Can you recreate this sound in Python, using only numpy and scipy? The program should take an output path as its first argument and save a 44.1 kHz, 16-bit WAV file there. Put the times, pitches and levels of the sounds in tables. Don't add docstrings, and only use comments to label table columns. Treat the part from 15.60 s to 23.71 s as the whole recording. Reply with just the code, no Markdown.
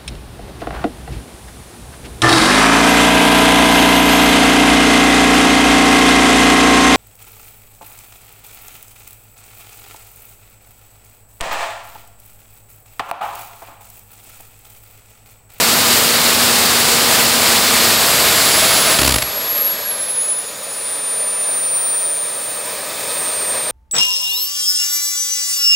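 import sys
import numpy as np
from scipy import signal
from scipy.fft import rfft, irfft, next_fast_len
from scipy.io import wavfile
from scipy.ndimage import uniform_filter1d

SR = 44100
rng = np.random.default_rng(int(sys.argv[2]) if len(sys.argv) > 2 else 0)


def wav_record(signal):
    frames = np.transpose(np.atleast_2d(signal))
    bounded = np.clip(frames, -1, 1)
    quanta = np.round(bounded * 32767).astype(np.int16)
    wavfile.write(sys.argv[1], SR, quanta)


N = 357635
CUTOFF_HZ = 15770


def from_db(db):
    return 10 ** (np.asarray(db) / 20)


def rms_one(x):
    return x / np.sqrt(np.mean(x ** 2) + 1e-20)


def in_time(rows):
    start_s, *columns = np.transpose(rows)
    t = np.arange(N) / SR
    return [np.interp(t, start_s, column) for column in columns]


def drift(rate_hz):
    step = 40
    r = np.exp(-2 * np.pi * rate_hz * step / SR)
    noise = rng.standard_normal(N // step + 2002)
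    slow = signal.lfilter([1], [1, -2 * r, r * r], noise)[2000:]
    return np.interp(np.arange(N) / step, np.arange(len(slow)), rms_one(slow))


def tone(pitch_hz):
    turns = np.cumsum(pitch_hz) / SR + rng.random()
    return np.sqrt(2) * np.sin(2 * np.pi * turns)


def turbulence(spectrum, pipe, together_db, patchy_db):
    size = next_fast_len(N)
    hz = np.maximum(np.fft.rfftfreq(size, 1 / SR), 1)
    points = np.array(spectrum)
    level_db = np.interp(np.log(hz), np.log(points[:, 0]), points[:, 1])
    for centre_hz, width_hz, peak_db in pipe:
        level_db += peak_db / (1 + (2 * (hz - centre_hz) / width_hz) ** 2)
    coloured = rfft(rng.standard_normal(size)) * from_db(level_db)
    octave = np.log2(np.clip(hz, 125, 16000) / 125)
    gust = drift(14)
    out = 0
    for k in range(8):
        share = np.cos(np.pi / 2 * np.clip(octave - k, -1, 1)) ** 2
        band = irfft(coloured * share, size)[:N]
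        out = out + band * from_db(together_db * gust + patchy_db * drift(21))
    return rms_one(out)


ROAR_DB, FLAME_OUT_S, COLLAPSE_S = -11.5, 3.33, 0.25
EMBER_DB, EMBER_SAG_DB_PER_S, EMBER_END_S, EMBER_FADE_S = -27, 8, 4.2, 0.29


def flame_db():
    low_s = FLAME_OUT_S + COLLAPSE_S
    last_db = EMBER_DB - EMBER_SAG_DB_PER_S * (EMBER_END_S - low_s)
    return in_time([(FLAME_OUT_S, ROAR_DB), (low_s, EMBER_DB), (EMBER_END_S, last_db),
                    (EMBER_END_S + EMBER_FADE_S, -60)])[0]


# start_s [s, middle of the burst], burst_db [dB]
POPS = [(3.391, -8), (3.404, -14), (3.419, -7.5), (3.434, -10.5), (3.45, -8), (3.464, -10), (3.479, -6),
        (3.494, -10), (3.51, -10), (3.524, -10.5), (3.544, -9), (3.562, -10), (3.586, -12), (3.625, -11.5)]
# pitch_hz [Hz], relative_level_db [dB per Hz]
ROAR_COLOUR = [(25, -34), (50, -14), (75, -11), (200, -8), (300, -7.5), (500, -7.5), (1210, -6.5),
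               (2020, -7.5), (3200, -7.5), (4640, -5), (6080, -12), (7540, -8.5), (11000, -12.5),
               (13500, -15.5), (14800, -12.5), (15700, -15.5)]
# pitch_hz [Hz], width_hz [Hz], peak_db [dB]
ROAR_PIPE = [(670, 27, 3.5), (1237, 95, 2.5), (2180, 30, 4), (810, 24, 4), (1006, 76, 1)]
POP_S = .003


def flame():
    t = np.arange(N) / SR
    power = from_db(2 * flame_db())
    for start_s, burst_db in POPS:
        power += from_db(2 * burst_db) * np.exp(-((t - start_s) / POP_S) ** 2)
    return np.sqrt(power) * turbulence(ROAR_COLOUR, ROAR_PIPE, together_db=0.6, patchy_db=0.54)


# [s, time to fall 60 dB]
THUMP_RING = [(62, -13, .17), (120, -10, .08), (260, -3, .02)]
THUMP_DB, THUMP_PEAK_S, THUMP_SPAN_S = 1.5, 3.48, 0.19


def thumps():
    kicks = np.zeros(N)
    for start_s, burst_db in POPS:
        fade_db = 6.0 * ((start_s - THUMP_PEAK_S) / THUMP_SPAN_S) ** 2
        kicks[round(start_s * SR)] = from_db(burst_db + THUMP_DB - fade_db)
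    out = np.zeros(N)
    for pitch_hz, level_db, t60_s in THUMP_RING:
        r = from_db(-60 / (t60_s * SR))
        w = 2 * np.pi * pitch_hz / SR
        ring = signal.lfilter([0, -np.sin(w)], [1, -2 * r * np.cos(w), r * r], kicks + 1e-18)
        out += from_db(level_db) * ring
    return out


# start_s [s], pitch_hz [Hz], level_db [dB]
HUM = [(0, 238, -30), (2.2, 236.5, -29.5), (2.33, 228, -30), (2.39, 212, -33), (2.5, 210, -60)]
HUM_OCTAVE_DB = -4


def hum():
    pitch_hz, level_db = in_time(HUM)
    pitch_hz = pitch_hz + 1.2 * drift(4)
    low = from_db(0.18 * drift(5.6)) * tone(pitch_hz)
    octave = from_db(HUM_OCTAVE_DB + 2.7 * drift(8)) * tone(2 * pitch_hz)
    return from_db(level_db) * (low + octave)


# start_s [s], speed [turns per s]
SPOOL = [(0, 1742.1), (.7, 1723.5), (1.9, 1718.7), (2.2, 1702.5), (2.45, 1668.8), (2.75, 1613.4),
         (3.05, 1580.2), (3.3, 1562.5), (3.5, 1585.4), (3.8, 1649.4), (4.0, 1666.5), (4.25, 1632.4),
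         (4.5, 1525.6), (4.75, 1416.5), (4.92, 1375.5), (5.15, 1345.5), (5.6, 1321.2), (5.92, 1309.4),
         (6.25, 1305.3), (6.85, 1286.3), (7.5, 1273.9), (8.11, 1267)]
INERTIA_S = .2
HUNT_FROM_S, HUNT_PER_S, HUNT_TURNS = 4.954, 3.82, 1.1


def shaft_speed():
    since_s = np.maximum(np.arange(N) / SR - HUNT_FROM_S, 0)
    smooth = uniform_filter1d(in_time(SPOOL)[0], size=round(INERTIA_S * SR), mode="nearest")
    return smooth + HUNT_TURNS * np.sin(2 * np.pi * HUNT_PER_S * since_s)


# start_s [s], level_db [dB]
WHINE = [(0, -29), (.35, -26), (.6, -33), (1.2, -38), (1.5, -32), (1.9, -38), (2.25, -26), (2.7, -25.5),
         (3.3, -21.5), (3.5, -26), (3.85, -23), (3.9, -18), (4.07, -15), (4.22, -29), (4.27, -22.5),
         (4.5, -20.5), (4.65, -17), (4.77, -23), (4.95, -35.5), (5.33, -21), (6.15, -17.5), (6.6, -19.5),
         (6.75, -24), (7.1, -26.5), (7.35, -33), (7.55, -21.5), (8.11, -21.5)]
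ORDER_SPEEDS = (1310, 1420, 1630)
FLUTTER_DB = (0.9, 3.1, 2)
BLADES = 7


def blade_whine(shaft_hz):
    flutter_db = np.interp(shaft_hz, ORDER_SPEEDS, FLUTTER_DB) * drift(19)
    return from_db(in_time(WHINE)[0] + flutter_db) * tone(BLADES * shaft_hz)


# multiple [times shaft speed], idle_db [dB], slowing_db [dB], fast_db [dB]
SHAFT_TONES = [(1.0, -50, -58, -44), (2.0, -49, -60, -58), (4.0, -55, -61, -46), (5.0, -52, -52, -64),
               (6.0, -66, -60, -49), (8.0, -58, -64, -54), (9.0, -57, -55, -52), (11.0, -60, -68, -70),
               (12.0, -42, -50, -60)]


def shaft_tones(shaft_hz):
    out = np.zeros(N)
    for multiple, *levels_db in SHAFT_TONES:
        level_db = np.interp(shaft_hz, ORDER_SPEEDS, levels_db) + 2.5 * drift(6)
        below_cutoff = multiple * shaft_hz < CUTOFF_HZ
        out += below_cutoff * from_db(level_db) * tone(multiple * shaft_hz + 6 * drift(20))
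    return out


# start_s [s], multiple [times shaft speed], level_db [dB]
STALL = [(4.7, 6.82, -62), (5.2, 6.79, -48), (6.0, 6.72, -42), (7.0, 6.7, -38), (7.5, 6.7, -35),
         (8.11, 6.7, -36)]
# start_s [s], multiple [times shaft speed], level_db [dB]
WAKES = [(5.5, 12.15, -60), (6.2, 12.15, -48), (7.0, 12.15, -42), (7.5, 12.15, -36), (8.11, 12.15, -43)]


def stall_and_wakes(shaft_hz):
    out = np.zeros(N)
    for band, spread_hz in ((STALL, 70), (WAKES, 200)):
        multiple, level_db = in_time(band)
        out += from_db(level_db) * drift(spread_hz) * tone(multiple * shaft_hz)
    return out


# start_s [s], pitch_hz [Hz], level_db [dB]
HOWL = [(1.9, 665, -43), (2.3, 653, -30.5), (2.8, 645.5, -30.5), (3.3, 629, -28.5), (3.6, 624, -35),
        (3.8, 615, -64)]


def howl():
    pitch_hz, level_db = in_time(HOWL)
    return from_db(level_db) * drift(32) * tone(pitch_hz)


# [dB, intake hiss against the flow]
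EXHAUST = [(3.7, -28.5, -4), (4.0, -29, -3.5), (4.3, -30.5, -2.5), (4.75, -34.5, 0), (5.6, -31.5, -1.5),
           (6.6, -32.5, -2), (6.85, -32, -1), (7.1, -29.5, -2), (7.5, -28, -1), (8.11, -27, -2)]
# pitch_hz [Hz], relative_level_db [dB per Hz]
RUMBLE_COLOUR = [(25, -58), (60, -20.5), (130, -14.5), (250, -13.5), (380, -9), (550, -4), (900, -9.5),
                 (1500, -9.5), (2400, -13.5), (2900, -25), (4000, -31)]
JET_COLOUR = [(1500, -21), (2600, -6.5), (3100, -4), (3650, -1.5), (5000, -1.5), (6000, -7.5), (7500, -5),
              (9000, -52), (12000, -45)]
INTAKE_COLOUR = [(5000, -9.5), (7500, -2), (9000, 2), (10500, -0.5), (12500, -4.5), (15000, 0), (16000, -9)]
# pitch_hz [Hz], width_hz [Hz], peak_db [dB]
RUMBLE_PIPE = [(360, 27, -7.5), (468, 140, 2), (634, 200, 5), (710, 32, -9), (990, 43, 6.5), (1235, 150, 5),
               (1380, 100, -5.5), (1840, 250, 3.5), (2360, 120, 5), (2575, 69, 11.5)]
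JET_PIPE = [(3660, 260, 3.5), (4240, 300, 1)]
JET_DB, JET_LAG_DB = -1.0, -2.0


def exhaust():
    flow_db, treble_db = in_time(EXHAUST)
    idling = np.interp(in_time(SPOOL)[0], ORDER_SPEEDS[:2], [1, 0])
    jet_db = JET_DB + JET_LAG_DB * idling
    rumble = turbulence(RUMBLE_COLOUR, RUMBLE_PIPE, together_db=0.58, patchy_db=-0.2)
    jet = from_db(jet_db) * turbulence(JET_COLOUR, JET_PIPE, together_db=0.4, patchy_db=0.67)
    intake = from_db(treble_db) * turbulence(INTAKE_COLOUR, [], together_db=0.6, patchy_db=1.0)
    return from_db(flow_db) * (rumble + jet + intake)


# multiple [times shaft speed], spread_hz [Hz], level_db [dB at the peak]
SURGE = [(1.0, 60, -41), (2.7, 150, -42), (6.0, 60, -44)]
SURGE_S, SURGE_SPAN_S = 4.2, 0.29


def surge():
    shaft_hz = in_time(SPOOL)[0]
    swell = np.exp(-((np.arange(N) / SR - SURGE_S) / SURGE_SPAN_S) ** 2)
    out = np.zeros(N)
    for multiple, spread_hz, level_db in SURGE:
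        out += from_db(level_db) * drift(spread_hz) * tone(multiple * shaft_hz)
    return swell * out


# start_s [s], pitch_hz [Hz], level_db [dB]
WHISTLE = [(4.3, 6680, -65), (4.62, 6720, -39), (4.93, 6850, -41), (5.1, 6900, -44), (5.5, 6900, -53),
           (6.2, 6940, -64)]


def whistle():
    pitch_hz, level_db = in_time(WHISTLE)
    pitch_hz = pitch_hz + 22 * drift(42)
    wavering = from_db(level_db + 3.0 * drift(12.4))
    return wavering * (tone(pitch_hz) + from_db(-7) * tone(2 * pitch_hz))


def scene():
    shaft_hz = shaft_speed()
    afterburner = flame() + thumps() + hum()
    compressor = blade_whine(shaft_hz) + shaft_tones(shaft_hz) + stall_and_wakes(shaft_hz)
    mix = afterburner + compressor + howl() + exhaust() + surge() + whistle()
    return np.tile(mix, (2, 1))


MIC_LOW_HZ = 55


def record(dry):
    bass_cut = signal.butter(3, MIC_LOW_HZ, "high", fs=SR, output="sos")
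    heard = signal.sosfilt(bass_cut, dry)
    rounded = 1.2 * np.tanh(heard / 1.2)
    low_pass = signal.ellip(16, .3, 85, CUTOFF_HZ, fs=SR, output="sos")
    return signal.sosfilt(low_pass, rounded)


dry = scene()
out = record(dry)
wav_record(out)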